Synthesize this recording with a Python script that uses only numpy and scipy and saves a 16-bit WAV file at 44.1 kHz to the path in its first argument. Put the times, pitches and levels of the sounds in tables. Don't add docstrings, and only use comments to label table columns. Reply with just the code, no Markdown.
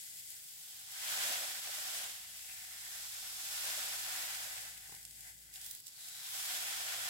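import sys
import numpy as np
from scipy import signal
from scipy.fft import rfft, irfft, next_fast_len
from scipy.io import wavfile

SR = 44100
rng = np.random.default_rng(int(sys.argv[2]) if len(sys.argv) > 2 else 0)


def wrap_up_sound(samples):
    columns = np.atleast_2d(samples).T
    tamed = np.clip(columns, -1, 1)
    steps = np.round(tamed * 32767).astype(np.int16)
    wavfile.write(sys.argv[1], SR, steps)


N = 312669
TIME = np.arange(N) / SR
FFT_SIZE = next_fast_len(N, real=True)
HZ = np.maximum(np.fft.rfftfreq(FFT_SIZE, 1 / SR), 1)


def from_db(db):
    return 10 ** (np.asarray(db) / 20)


def rms_one(x):
    return x / np.sqrt(np.mean(x ** 2) + 1e-20)


def in_time(rows):
    seconds, *columns = np.transpose(rows)
    return [np.interp(TIME, seconds, column) for column in columns]


def in_hz(rows, column=1):
    table = np.array(rows)
    return np.interp(np.log(HZ), np.log(table[:, 0]), table[:, column])


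def drift(per_s):
    knots = rng.standard_normal(4000)
    return rms_one(np.interp(2 * per_s * TIME, np.arange(len(knots)), knots))


def swell(centre_s, half_s):
    return np.exp(-((TIME - centre_s) / half_s) ** 2)


def panned(x, side_db):
    return x * from_db(np.vstack([side_db / 2, -side_db / 2]))


def at_microphone(pair, *responses):
    # frequency in Hz, likeness of the ports from 0 to 1, lag of the left in radians.
    ports = [(40, 1, 1.5), (250, 0.27, 0), (593, .8, 0.72), (741, 1, 1.39), (960, 0.25, 3), (1340, 0, 3),
             (1780, 0.43, 2), (1920, 0.21, 3.5), (2750, 0.05, 4), (3760, 0, 3.5), (16000, 0, 1.5)]
    # frequency in Hz, left over right in dB.
    balance = [(150, 1), (350, -5.5), (550, -4), (780, 3), (1130, -6), (1800, -0.4), (4500, -1),
               (5200, -1.5), (5600, 3.5), (6300, -1.2), (7600, -2.1), (9300, 5), (12000, -1), (16000, -0.5)]
    alike, lag = np.clip(in_hz(ports), 0, 1), in_hz(ports, column=2)
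    mid, side = rfft(pair, FFT_SIZE)
    mid, side = np.sqrt(1 + alike) * mid, np.sqrt(1 - alike) * side
    left, right = (mid + side) * np.exp(-1j * lag), mid - side
    field = panned(np.array([left, right]), in_hz(balance))
    return [rms_one(irfft(field * response, FFT_SIZE)[:, :N]) for response in responses]


def coloured(pair, colour):
    return at_microphone(pair, from_db(in_hz(colour)))[0]


def room_tone(level_db):
    # frequency in Hz, relative level in dB.
    room_colour = [(20, -7), (45, -20), (70, 2), (140, 2), (250, -8), (500, -11), (1200, -18),
                   (4000, -16.5), (16000, -27)]
    return from_db(level_db) * coloured(rng.standard_normal((2, N)), room_colour)


def sugar():
    # time in seconds, dB against a full, steady pour.
    flow = [(0, -19), (.47, -21), (.86, -14.5), (1.09, 1), (1.24, 4.5), (1.6, -4.5), (1.98, -.5),
            (2.26, -13), (2.75, -11.5), (2.9, -9), (3.35, -7), (3.68, 0), (4, -2.5), (4.2, -.5), (4.6, -5),
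            (4.8, -14), (4.95, -14), (5.13, -24), (5.28, -13), (5.36, -23.5), (5.49, -22.5), (5.56, -16),
            (5.68, -14), (5.83, -26), (6.02, -15), (6.5, 0), (7.09, 0.5)]
    # frequency in Hz, relative level in dB.
    slide_colour = [(30, -46), (200, -29.5), (1200, -46), (2200, -11), (3500, -0.5), (6000, -0.5),
                    (8000, 0), (9500, -3), (13000, -2.5), (16000, -6)]
    heap_colour = [(30, -48), (150, -20), (350, -16.5), (480, -20.5), (750, -6), (1000, -4.5), (1200, -4),
                   (1450, 2.5), (1800, 3), (2700, 2), (4000, -0.5), (6500, -4), (10000, -9.5),
                   (16000, -10.5)]
    fruit_colour = [(30, -50), (120, -23), (250, -11), (420, -9.5), (560, 2), (680, 5.5), (850, 1.5),
                    (1100, -11.5), (1600, -19), (4000, -24), (16000, -45)]
    emptying_db_per_s = 0.39
    run_off_s = 0.059
    open_side_db, covered_side_db = 0.1, 2.8

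    flow_db, = in_time(flow)
    _, skid_db = shaking()
    running_db = -40 + 0.74 * flow_db - emptying_db_per_s * TIME
    slide_db = 20 * np.log10(np.hypot(from_db(running_db), from_db(skid_db)))
    heap_db = -43 + 1.1 * flow_db
    fruit_db = -61 + 1.9 * np.interp(TIME - run_off_s, TIME, flow_db)

    on_paper = impacts(slide_db, per_s=150000, size_spread_db=3.0, clump_db=0.5, clumps_per_s=49)
    on_heap = impacts(heap_db, per_s=90000, size_spread_db=2.5, clump_db=1.0, clumps_per_s=25)
    on_fruit = impacts(fruit_db, per_s=25000, size_spread_db=0.5, clump_db=-3.7, clumps_per_s=16)
    hiss = from_db(slide_db) * in_pan(on_paper, slide_colour)
    landing = from_db(heap_db) * in_pan(on_heap, heap_colour)
    patter = from_db(fruit_db) * coloured(on_fruit, fruit_colour)
    stream = through_spout(hiss + landing, width_hz=380)
    side_db = open_side_db + (covered_side_db - open_side_db) * bag_cover()
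    return panned(stream, side_db) + patter


def shaking():
    # centre and half-length in seconds, rustle and skid levels in dB.
    shakes = [(0.027, 0.17, -62, -48.5), (0.187, 0.026, -58, -48.5), (0.29, 0.11, -58, -50.5),
              (0.563, 0.38, -52, -52.5), (2.547, 0.3, -54, -52.5), (3.086, 0.35, -66, -48.5),
              (3.704, 0.43, -62, -43.5), (4.18, .1, -49, -51), (4.98, 0.18, -59, -58),
              (5.18, 0.17, -69, -55), (5.42, 0.12, -60, -60), (5.559, 0.03, -61, -50),
              (5.647, .055, -52, -49.5), (5.734, 0.09, -49, -52.5), (5.877, 0.034, -63, -52),
              (6.06, 0.12, -64, -50.5), (6.456, 0.24, -48, -43)]
    power = sum(np.outer(from_db([rustle_db, skid_db]), swell(centre_s, half_s)) ** 2
                for centre_s, half_s, rustle_db, skid_db in shakes)
    return 10 * np.log10(power + 1e-12)


def impacts(level_db, per_s, size_spread_db, clump_db, clumps_per_s):
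    chance = np.clip(per_s * from_db(level_db - level_db.max()) / SR, 1e-4, 1)
    sizes = rng.standard_normal((2, N))
    sizes *= from_db(size_spread_db * np.clip(rng.standard_normal((2, N)), -2, 2))
    hits = rng.random((2, N)) < chance
    clumps = from_db(clump_db * drift(clumps_per_s))
    return sizes * hits / np.sqrt(chance) * clumps


def bag_cover():
    # centre and half-length of a swing in seconds, share of the pan covered.
    swings = [(0.15, 0.53, 0.82), (2.506, 0.27, 0.46), (5.25, 0.6, 0.93), (6.1, 0.12, 0.24)]
    return np.clip(sum(cover * swell(centre_s, half_s) for centre_s, half_s, cover in swings), 0, 1)


def pan_air(covered):
    # resonance and width in Hz, level in dB with the pan open, then covered.
    air_modes = [(762, 127, 5, 14), (990, 23, -1.5, -32), (1539, 126, -15.5, 6), (1793, 40, -7, -4),
                 (2008, 56, -14, 12.5), (3350, 210, -11, -13), (4790, 190, -21, -1.5),
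                 (5230, 390, -9, -4.5), (6890, 770, -19, -1), (7880, 740, -6, 2), (10800, 1650, -7.5, -4)]
    # frequency in Hz, gain in dB.
    bag_shade = [(600, -2), (1150, -9.5), (1800, 8), (2600, 2), (3500, -1.5), (6000, -4.5), (9500, 1.5),
                 (16000, 2)]
    direct = from_db(in_hz(bag_shade)) if covered else 1
    resonance = 0
    for hz, width_hz, open_db, covered_db in air_modes:
        detuning = (HZ ** 2 - hz ** 2) / (HZ * width_hz)
        resonance += from_db(covered_db if covered else open_db) / (1 + 1j * detuning)
    return direct + resonance


def in_pan(clicks, colour):
    contact, cover = from_db(in_hz(colour)), bag_cover()
    bare, hollow = at_microphone(clicks, contact * pan_air(covered=False), contact * pan_air(covered=True))
    return (1 - cover) * bare + cover * hollow


def through_spout(stream, width_hz, block=256):
    # time in seconds, resonance in Hz, its level in dB over the direct sound.
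    spout = [(0.35, 1990, -23), (.5, 3100, -19), (.65, 3140, -5), (1.7, 3200, -22), (2.5, 2630, 1.5),
             (2.7, 1940, -7), (2.9, 1760, -4), (3.5, 2660, -26), (5.4, 2700, -30), (5.56, 2700, -5),
             (5.87, 5100, -6), (6.03, 3900, -2), (6.2, 3880, 0), (6.35, 3300, -13)]
    hz, ring_db = in_time(spout)
    radius = np.exp(-np.pi * width_hz / SR)
    ringing, state = np.zeros_like(stream), np.zeros((2, 2))
    for i in range(0, N, block):
        poles = [1, -2 * radius * np.cos(2 * np.pi * hz[i] / SR), radius ** 2]
        ringing[:, i:i + block], state = signal.lfilter([1, 0, -1], poles, stream[:, i:i + block], zi=state)
    return stream + from_db(ring_db) * (1 - radius ** 2) / 2 * ringing


def bag_rustle():
    # frequency in Hz, relative level in dB.
    rustle_colour = [(30, -56), (1500, -38), (4000, -6), (8000, -43), (10500, 5), (12500, -1), (16000, 8)]
    level_db, _ = shaking()
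    ticks = impacts(level_db, per_s=5000, size_spread_db=2.5, clump_db=2.0, clumps_per_s=90)
    return from_db(level_db) * coloured(ticks, rustle_colour)


def snap(centre_hz, crack_t60=0.019, tail_t60=0.11, tail_db=-22, band_ratio=1.74):
    t = TIME[:SR // 4]
    envelope = from_db(-60 * t / crack_t60) + from_db(tail_db - 60 * t / tail_t60)
    burst = rng.standard_normal((2, len(t))) * envelope
    edges_hz = [centre_hz / band_ratio, min(centre_hz * band_ratio, 0.45 * SR)]
    burst = signal.sosfilt(signal.butter(1, edges_hz, "band", fs=SR, output="sos"), burst)
    burst = signal.sosfilt(signal.butter(2, 1900, "high", fs=SR, output="sos"), burst)
    return burst / np.abs(burst).max()


def bag_crackle():
    # start in seconds, level in dB ahead of the pan, left over right in dB, band centre in Hz.
    creases = [(0.304, -36.5, 10, 9000), (4.776, -40, 9, 7800), (4.949, -36.5, 3, 7000),
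               (5.029, -41, -1, 7000), (5.0512, -34.5, -6, 6400), (5.109, -43, -7, 6000),
               (5.207, -39, 1.5, 9000), (5.539, -37, -4, 8040), (5.558, -37.5, -3, 4200),
               (5.614, -35, -4, 6000), (5.645, -39, -3, 9000), (5.6624, -32.5, -10, 10000),
               (5.7106, -32.5, -7.5, 11000), (5.750, -37, -12, 11600), (5.801, -36, -3, 10900),
               (5.868, -39, -10, 7500), (5.880, -38, -5.5, 7500), (6.085, -36, -5, 8300),
               (6.935, -39, -5, 3320)]
    snaps = np.zeros((2, N + SR))
    for start_s, level_db, side_db, centre_hz in creases:
        crack = panned(snap(centre_hz), side_db)
        start = round(start_s * SR)
        snaps[:, start:start + crack.shape[1]] += from_db(level_db) * crack
    return irfft(rfft(snaps, FFT_SIZE) * pan_air(covered=False), FFT_SIZE)[:, :N]


def distant_motor(waver_hz, rumble_db):
    # time in seconds, pitch in Hz, levels of the fundamental and its octave in dB.
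    running = [(0, 63.9, -104, -110), (1.6, 64, -92, -88), (2.1, 60.5, -80, -87), (3.7, 52.8, -75.5, -86),
               (4.3, 54.4, -76.5, -77.5), (5.25, 54.9, -71.5, -79), (5.73, 54.6, -76, -87),
               (5.87, 54.6, -100, -87), (7.09, 54.5, -82, -74.5)]
    # frequency in Hz, relative level in dB.
    rumble_colour = [(30, -27), (90, 2), (170, 9.5), (230, -4), (350, -5.5), (500, -25), (1500, -46),
                     (16000, -70)]
    pitch_hz, fundamental_db, octave_db = in_time(running)
    phase = 2 * np.pi * np.cumsum(pitch_hz + waver_hz * drift(per_s=4.9)) / SR
    hum = np.sqrt(2) * (from_db(fundamental_db) * np.sin(phase) + from_db(octave_db) * np.sin(2 * phase))
    rumble = coloured(rng.standard_normal((2, N)), rumble_colour)
    return hum + from_db(fundamental_db + rumble_db) * rumble


def ring(clicks, hz, t60):
    radius, angle = from_db(-60 / (t60 * SR)), 2 * np.pi * hz / SR
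    poles = [1, -2 * radius * np.cos(angle), radius ** 2]
    return signal.lfilter([0, np.sin(angle)], poles, clicks + 1e-18)


def bag_bumps():
    # start in seconds, strength of the push in dB.
    bumps = [(4.895, -60), (4.924, -54.5), (4.944, -61), (4.968, -65)]
    # frequency in Hz, gain in dB, seconds to fall by 60 dB.
    bump_modes = [(170, -5, 0.061), (292, -13, 0.047), (433, -1, 0.023), (814, 2.5, 0.03),
                  (1010, -8, 0.056)]
    pushes = np.zeros(N)
    for start_s, push_db in bumps:
        pushes[round(start_s * SR)] = from_db(push_db)
    return sum(from_db(db) * ring(pushes, hz, t60) for hz, db, t60 in bump_modes)


def scene():
    room = room_tone(level_db=-74)
    close = sugar() + bag_rustle() + bag_crackle() + bag_bumps()
    return room + close + distant_motor(waver_hz=0.54, rumble_db=-4.5)


def record(dry):
    cutoff_hz = 15850
    return signal.sosfilt(signal.ellip(12, 0.1, 70, cutoff_hz, fs=SR, output="sos"), dry)


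dry = scene()
out = record(dry)
wrap_up_sound(out)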